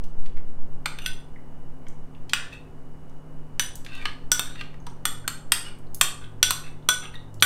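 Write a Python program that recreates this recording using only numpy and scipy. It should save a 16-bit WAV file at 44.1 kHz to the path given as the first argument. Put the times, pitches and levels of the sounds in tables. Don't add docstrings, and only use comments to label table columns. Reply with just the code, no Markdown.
import sys
import numpy as np
from scipy import signal
from scipy.fft import rfft, irfft, next_fast_len
from scipy.io import wavfile
from scipy.ndimage import uniform_filter1d

SR = 44100
rng = np.random.default_rng(int(sys.argv[2]) if len(sys.argv) > 2 else 0)


def natural_amplitude(level_db):
    exponent = np.asarray(level_db, float) / 20
    return 10 ** exponent


def master_out(mix):
    frames = np.transpose(np.atleast_2d(mix))
    ceiling = np.clip(frames, -1, 1)
    pcm = np.round(ceiling * 32767).astype(np.int16)
    wavfile.write(sys.argv[1], SR, pcm)


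N = 328557

# f/Hz, relative density/dB per Hz
AIR_COLOUR = [(24, -20.5), (40, 3.5), (96, -7), (159, -8.5), (199, -12.5), (249, -9), (697, -17.5),
              (852, -16.5), (2630, -37), (2910, -35), (3220, -42.5), (8340, -45), (16000, -51.5)]
AIR_DB = -48
# t/s, level/dB rms
DRAUGHT = [(0.0, -12.5), (0.6, -20.5), (2.97, -35), (3.36, -27), (7.45, -35.5)]

# shaft order, level/dB rms
FAN_ORDERS = [(4, -49.5), (5, -63.5), (6, -62), (7, -56.5), (10, -63.5), (13, -67)]
FAN_HZ = 37.9
# t/s, level/dB rms
DRONE_LEVEL = [(3.3, -61), (3.9, -48.5), (4.9, -54.5), (5.2, -47.5), (5.5, -52.5), (6.1, -55.5), (6.4, -47),
               (7.0, -53.5), (7.3, -47.5), (7.45, -39)]
# f/Hz, width of each of two passes/Hz, level/dB rms
SHELL = [(2935, 41, -75), (6620, 60, -90), (8180, 200, -87), (8950, 390, -85)]
STROKE_HZ = 48.75

# f/Hz, t60/s
KITCHEN_T60 = [(500, 0.49), (2500, 0.37), (9000, 0.37), (15000, 0.2)]

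# t/s, direct peak level/dB, centre f/Hz, width of each of two passes/Hz
TOUCHES = [(0.039, -40.5, 4760, 6000), (0.261, -38, 2600, 2980), (.371, -38.5, 1980, 1240),
           (1.36, -41.5, 1930, 250), (1.867, -41, 2100, 1460), (1.884, -41, 6860, 4000),
           (2.149, -46, 2760, 900), (2.295, -27.5, 3420, 3500), (3.096, -53.5, 5000, 5000),
           (3.755, -26.5, 8100, 8900), (3.848, -34.5, 3380, 6000), (3.864, -28, 2140, 2430),
           (3.951, -41.5, 6000, 12000), (4.470, -41, 7400, 2470), (4.474, -37, 1500, 250),
           (4.556, -34, 1990, 1500), (4.742, -42.5, 1810, 1800), (4.801, -53, 6300, 600),
           (4.87, -29, 1010, 470), (4.895, -49, 5940, 900),  (5.242, -41.5, 1540, 200),
           (5.787, -44.5, 9250, 9120), (5.869, -54.5, 4300, 706), (5.946, -20.5, 10500, 14100),
           (6.241, -39.5, 3310, 489), (6.825, -53, 3570, 900), (7.055, -32, 2850, 700),
           (7.155, -32.5, 3630, 394), (7.342, -40.5, 7700, 9200), (7.400, -38, 3800, 1430),
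           (7.408, -35, 9300, 7700)]

# t/s, direct crack peak level/dB, hardness/dB per octave, extra body below BODY_HZ/dB,
# rim gain over crack/dB, struck spot round the rim from the grip/degrees, spoon gain over crack/dB
TAPS = [(0.8583, -11, 0.5, 3, -20, 19.8, -22.5), (0.9871, -27, -5, -9, -14.5, 38, -18),
        (1.061, -12.5, -3, -29, -10.5, 62, -56), (2.3341, -5, -1, -9.5, -32, 87, -41.5),
        (3.5956, -7.5, 3, -6.5, -7.5, 35.4, -35), (4.0553, -14, -10, -11, -30.5, 50, -21.5),
        (4.3172, -2.5, 9.5, -1.5, -11.5, 86, -42.5), (4.3945, -15, 4, 9.5, -12, 105, -12.5),
        (4.611, -24, -10.5, -22, -34, 52, -23), (4.867, -32, 2, -2, -26, 45, -32),
        (5.0543, -9, 7, 9.5, -13.5, 63, -21.5), (5.2784, -12.5, 5, 6.5, -42.5, 81, -15.5),
        (5.52, -3, 8.5, 9.5, -31.5, 40, -21.5), (6.012, -1, 5.5, 3, -20.5, 57, -18.5),
        (6.4285, -2, 3.5, -11.5, -10, 4.1, -25), (6.5072, -7, 8, 11, -32.5, 87, -20.5),
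        (6.8887, -1.5, 8.5, 9, -7, 73, -28), (7.424, -1.5, -1, -7, -4.5, 62.6, -19.5)]
# f/Hz, relative density/dB per Hz
CRACK_COLOUR = [(200, -32.5), (700, 10.5), (1300, 25), (2000, 19.5), (3200, 20), (4500, 12), (6800, 1),
                (8600, 12), (10500, -4), (16000, -5.5)]
PRESS_S, CHATTER_T60_S = .0015, .022
BODY_HZ = 1700

RIM_HZ = [1485, 3385, 3450, 5860, 5915, 7370, 8870, 8925, 12480]
# relative level/dB, t60 before shortening/s
RIM_MODES = [(-5.5, 0.15), (-7, 0.098), (-10.5, 0.23), (-5, 0.057), (-1.5, 0.12), (-18, 0.23), (-18, 0.13),
             (-13, 0.22), (-14, 0.099)]
RIM_ORDER = [2, 3, 3, 4, 4, 2, 5, 5, 6]
# t/s, pitch ratio
RIM_PITCH = [(0, 1.021), (3.7, 1.014), (4.3, 1), (7.45, 1.003)]
# t/s, share of each t60
RIM_FREE = [(2.6, 0.94), (4.3, 0.93)]
NODE_LEAK = 0.048

SPOON_HZ = [1230, 1600, 1940, 2650, 2810, 3620, 4280, 4580, 5450, 6300, 7270, 7500, 8220, 8640, 11500,
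            11820, 12890, 13620, 15420]
SPOON_DB = [-12.5, -4.5, -6, -2.5, -6, 5, 3, -5, -7.5, -5.5, -12, 0.5, -4, 2, -5, -4.5, -8.5, -8, -12.5]
SPOON_T60_S, SPOON_FADES = .03, .6
FLUTTER_HZ, FLUTTER = 90, .27

# t/s, length/s, direct level/dB, rim share 0-1, chatter f/Hz
STROKES = [(0.98, 0.12, -47.5, 1, 2880), (2.337, 0.16, -50, 0.1, 1755), (2.515, 0.032, -45, 0.4, 2690),
           (3.868, 0.14, -48, 0, 2680), (3.922, 0.061, -51.5, 0, 3800), (3.985, 0.065, -45.5, 0.2, 2380),
           (4.412, 0.15, -52.5, 0, 3670), (4.566, 0.048, -46.5, 0, 2720), (5.631, 0.07, -48, 0.27, 2920),
           (6.209, 0.049, -51, 0.4, 1496), (6.632, 0.06, -50, 0.34, 2610),
           (7.014, 0.056, -43.5, 0.36, 1335), (7.135, 0.026, -46.5, 0.4, 1935)]
SLIDE_HARDNESS_DB, SLIDE_BRIGHTENS_DB = -9, 4.5
SLIDE_SPOT, SLIDE_DAMPS = 64, .35
CLUMP_S, CLUMP_DB = .004, 5

TOP_HZ = 15500


def unit(x):
    return x / np.sqrt(np.mean(x ** 2, axis=-1, keepdims=True) + 1e-20)


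def along(points, hz):
    f, v = np.transpose(points)
    return np.interp(np.log(hz + 1), np.log(f + 1), v)


def curve(rows):
    return np.interp(np.arange(N) / SR, *np.transpose(rows))


def filtered(x, response):
    m = 2 * next_fast_len(x.shape[-1] // 2 + 4096)
    spectrum = rfft(x, m) * response(np.fft.rfftfreq(m, 1 / SR))
    return irfft(spectrum, m)[..., :x.shape[-1]]


def peak(hz, centre_hz, width_hz):
    return 1j * hz * width_hz / (centre_hz ** 2 - hz ** 2 + 1j * hz * width_hz)


def causal(gain):
    c = irfft(np.log(gain + 1e-6))
    c[1:len(c) // 2] *= 2
    c[len(c) // 2 + 1:] = 0
    return np.exp(rfft(c))


def add(track, sound, s):
    part = track[round(s * SR):][:len(sound)]
    part += sound[:len(part)]


def air():
    tone = unit(filtered(rng.standard_normal(N), lambda hz: natural_amplitude(along(AIR_COLOUR, hz))))
    swing_response = lambda hz: peak(hz, 3.9, 6.5) / (1 + (hz / 15) ** 6)
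    swings = unit(filtered(rng.standard_normal(N), swing_response))
    return natural_amplitude(AIR_DB) * tone + natural_amplitude(curve(DRAUGHT)) * swings


def narrow(centre_hz, width_hz, steady):
    sine = np.sin(2 * np.pi * (centre_hz * np.arange(N) / SR + rng.random()))
    band = unit(filtered(rng.standard_normal(N), lambda hz: peak(hz, centre_hz, width_hz) ** 2))
    return unit(steady * sine + band)


def fan():
    return sum(natural_amplitude(db) * narrow(order * FAN_HZ, width_hz=3, steady=5) for order, db in FAN_ORDERS)


def drone():
    return natural_amplitude(curve(DRONE_LEVEL)) * narrow(105, width_hz=4, steady=2.5)


def compressor():
    ticks = np.diff(np.floor(np.arange(N + 1) * STROKE_HZ / SR))
    driven = ticks + 0.0093 * rng.standard_normal(N)
    return sum(natural_amplitude(db) * unit(filtered(driven, lambda f: peak(f, hz, width) ** 2))
               for hz, width, db in SHELL)


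def burst():
    t = np.arange(SR // 4) / SR
    chatter = rng.standard_normal(len(t)) * natural_amplitude(-60 * np.maximum(t - PRESS_S, 0) / CHATTER_T60_S)
    return chatter + (t == 0) * 4


def echoed(sound, wet_db):
    hz, t, z = signal.stft(rng.standard_normal(SR // 2), SR, nperseg=256)
    decay = natural_amplitude(-60 * t / along(KITCHEN_T60, hz)[:, None])
    tail = signal.istft(z * decay, SR, nperseg=256)[1]
    tail = natural_amplitude(wet_db) * tail / np.linalg.norm(tail)
    gap = np.zeros(round(.002 * SR))
    return signal.fftconvolve(sound, np.r_[1, gap, tail])


def touches():
    out = np.zeros(N)
    for s, db, centre_hz, width_hz in TOUCHES:
        sound = filtered(burst(), lambda hz: peak(hz, centre_hz, width_hz) ** 2)
        add(out, natural_amplitude(db) * echoed(sound / np.abs(sound).max(), wet_db=-4.5), s)
    return out


def crack(hardness, body_db=0):
    low_hz = 1500 if hardness > 0 else 2800

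    def gain(hz):
        tilt = hardness * np.log2(np.clip(hz, low_hz, 10000) / 4500)
        body = body_db / (1 + (hz / BODY_HZ) ** 6)
        return natural_amplitude(along(CRACK_COLOUR, hz) + tilt + body)

    sound = filtered(burst(), lambda hz: causal(gain(hz)))
    return sound / np.abs(sound).max()


def ring(modes_hz, modes_db, t60):
    hz, db, t60 = np.broadcast_arrays(modes_hz, modes_db, t60)
    t = np.arange(SR // 4)[:, None] / SR
    db = db + 2.2 * rng.standard_normal(len(hz))
    knots = rng.standard_normal((len(hz), FLUTTER_HZ // 4 + 2))
    waver = np.transpose([np.interp(t[:, 0] * FLUTTER_HZ, np.arange(len(k)), k - k[0]) for k in knots])
    phase = 2 * np.pi * hz * t + FLUTTER * hz / 1000 * waver
    return np.sum(natural_amplitude(db - 60 * t / t60) * np.sin(phase), axis=1)


def rim(s, db, spot, free=1):
    hz = np.interp(s, *np.transpose(RIM_PITCH)) * np.array(RIM_HZ)
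    modes_db, t60 = np.transpose(RIM_MODES)
    woken = np.cos(np.radians(spot) * np.array(RIM_ORDER)) ** 2 + NODE_LEAK ** 2
    t60 = t60 * free * np.interp(s, *np.transpose(RIM_FREE))
    return ring(hz, db + modes_db + 10 * np.log10(woken), t60)


def spoon(db, hardness):
    hz = SPOON_HZ * (1 + .008 * rng.standard_normal(len(SPOON_HZ)))
    modes_db = db + np.array(SPOON_DB) + hardness * np.log2(hz / 4500)
    return ring(hz, modes_db, SPOON_T60_S * (4500 / hz) ** SPOON_FADES)


def taps():
    out = np.zeros(N)
    waits = np.diff([s for s, *_ in TAPS], append=N / SR + 1)
    for (s, db, hardness, body_db, rim_db, spot, spoon_db), wait in zip(TAPS, waits):
        glass = rim(s, rim_db, spot)
        overrun = np.maximum(np.arange(len(glass)) / SR - wait, 0)
        glass = glass * natural_amplitude(-900 * overrun)
        blow = crack(hardness, body_db) + glass + spoon(spoon_db, hardness)
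        add(out, natural_amplitude(db) * echoed(blow, wet_db=-6.5), s)
    return out


def slips(length_s):
    noise, uneven, bunches = rng.standard_normal((3, SR // 4))[:, :round(length_s * SR)]
    bunches = unit(uniform_filter1d(bunches, round(CLUMP_S * SR)))
    return unit(noise * natural_amplitude(5 * uneven + CLUMP_DB * bunches) * np.hanning(len(noise)) ** .3)


def strokes():
    out = np.zeros(N)
    for start, length, db, share, chatter_hz in STROKES:
        hardness = SLIDE_HARDNESS_DB + SLIDE_BRIGHTENS_DB * np.log2(chatter_hz / 2500)
        glass = unit(rim(start, 0, SLIDE_SPOT, SLIDE_DAMPS))
        body = share * glass + (1 - share) * unit(spoon(0, hardness))
        body = body + .9 * unit(crack(hardness, body_db=-9))
        body = body + 1.15 * unit(ring([chatter_hz], 0, t60=0.035))
        scrape = signal.fftconvolve(slips(length), body / np.linalg.norm(body))
        add(out, natural_amplitude(db) * echoed(scrape, wet_db=-2.5), start)
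    return out


def scene():
    kitchen = air() + fan() + drone() + compressor()
    return (kitchen + touches() + taps() + strokes())[None]


def band_limit(x):
    return signal.sosfilt(signal.butter(12, 16980, fs=SR, output="sos"), x)


def record(dry):
    clipped = np.clip(dry, -.9, .9)
    dull = filtered(clipped, lambda hz: natural_amplitude(-.03 * np.maximum(hz - TOP_HZ, 0)))
    return band_limit(dull)


dry = scene()
out = record(dry)
master_out(out)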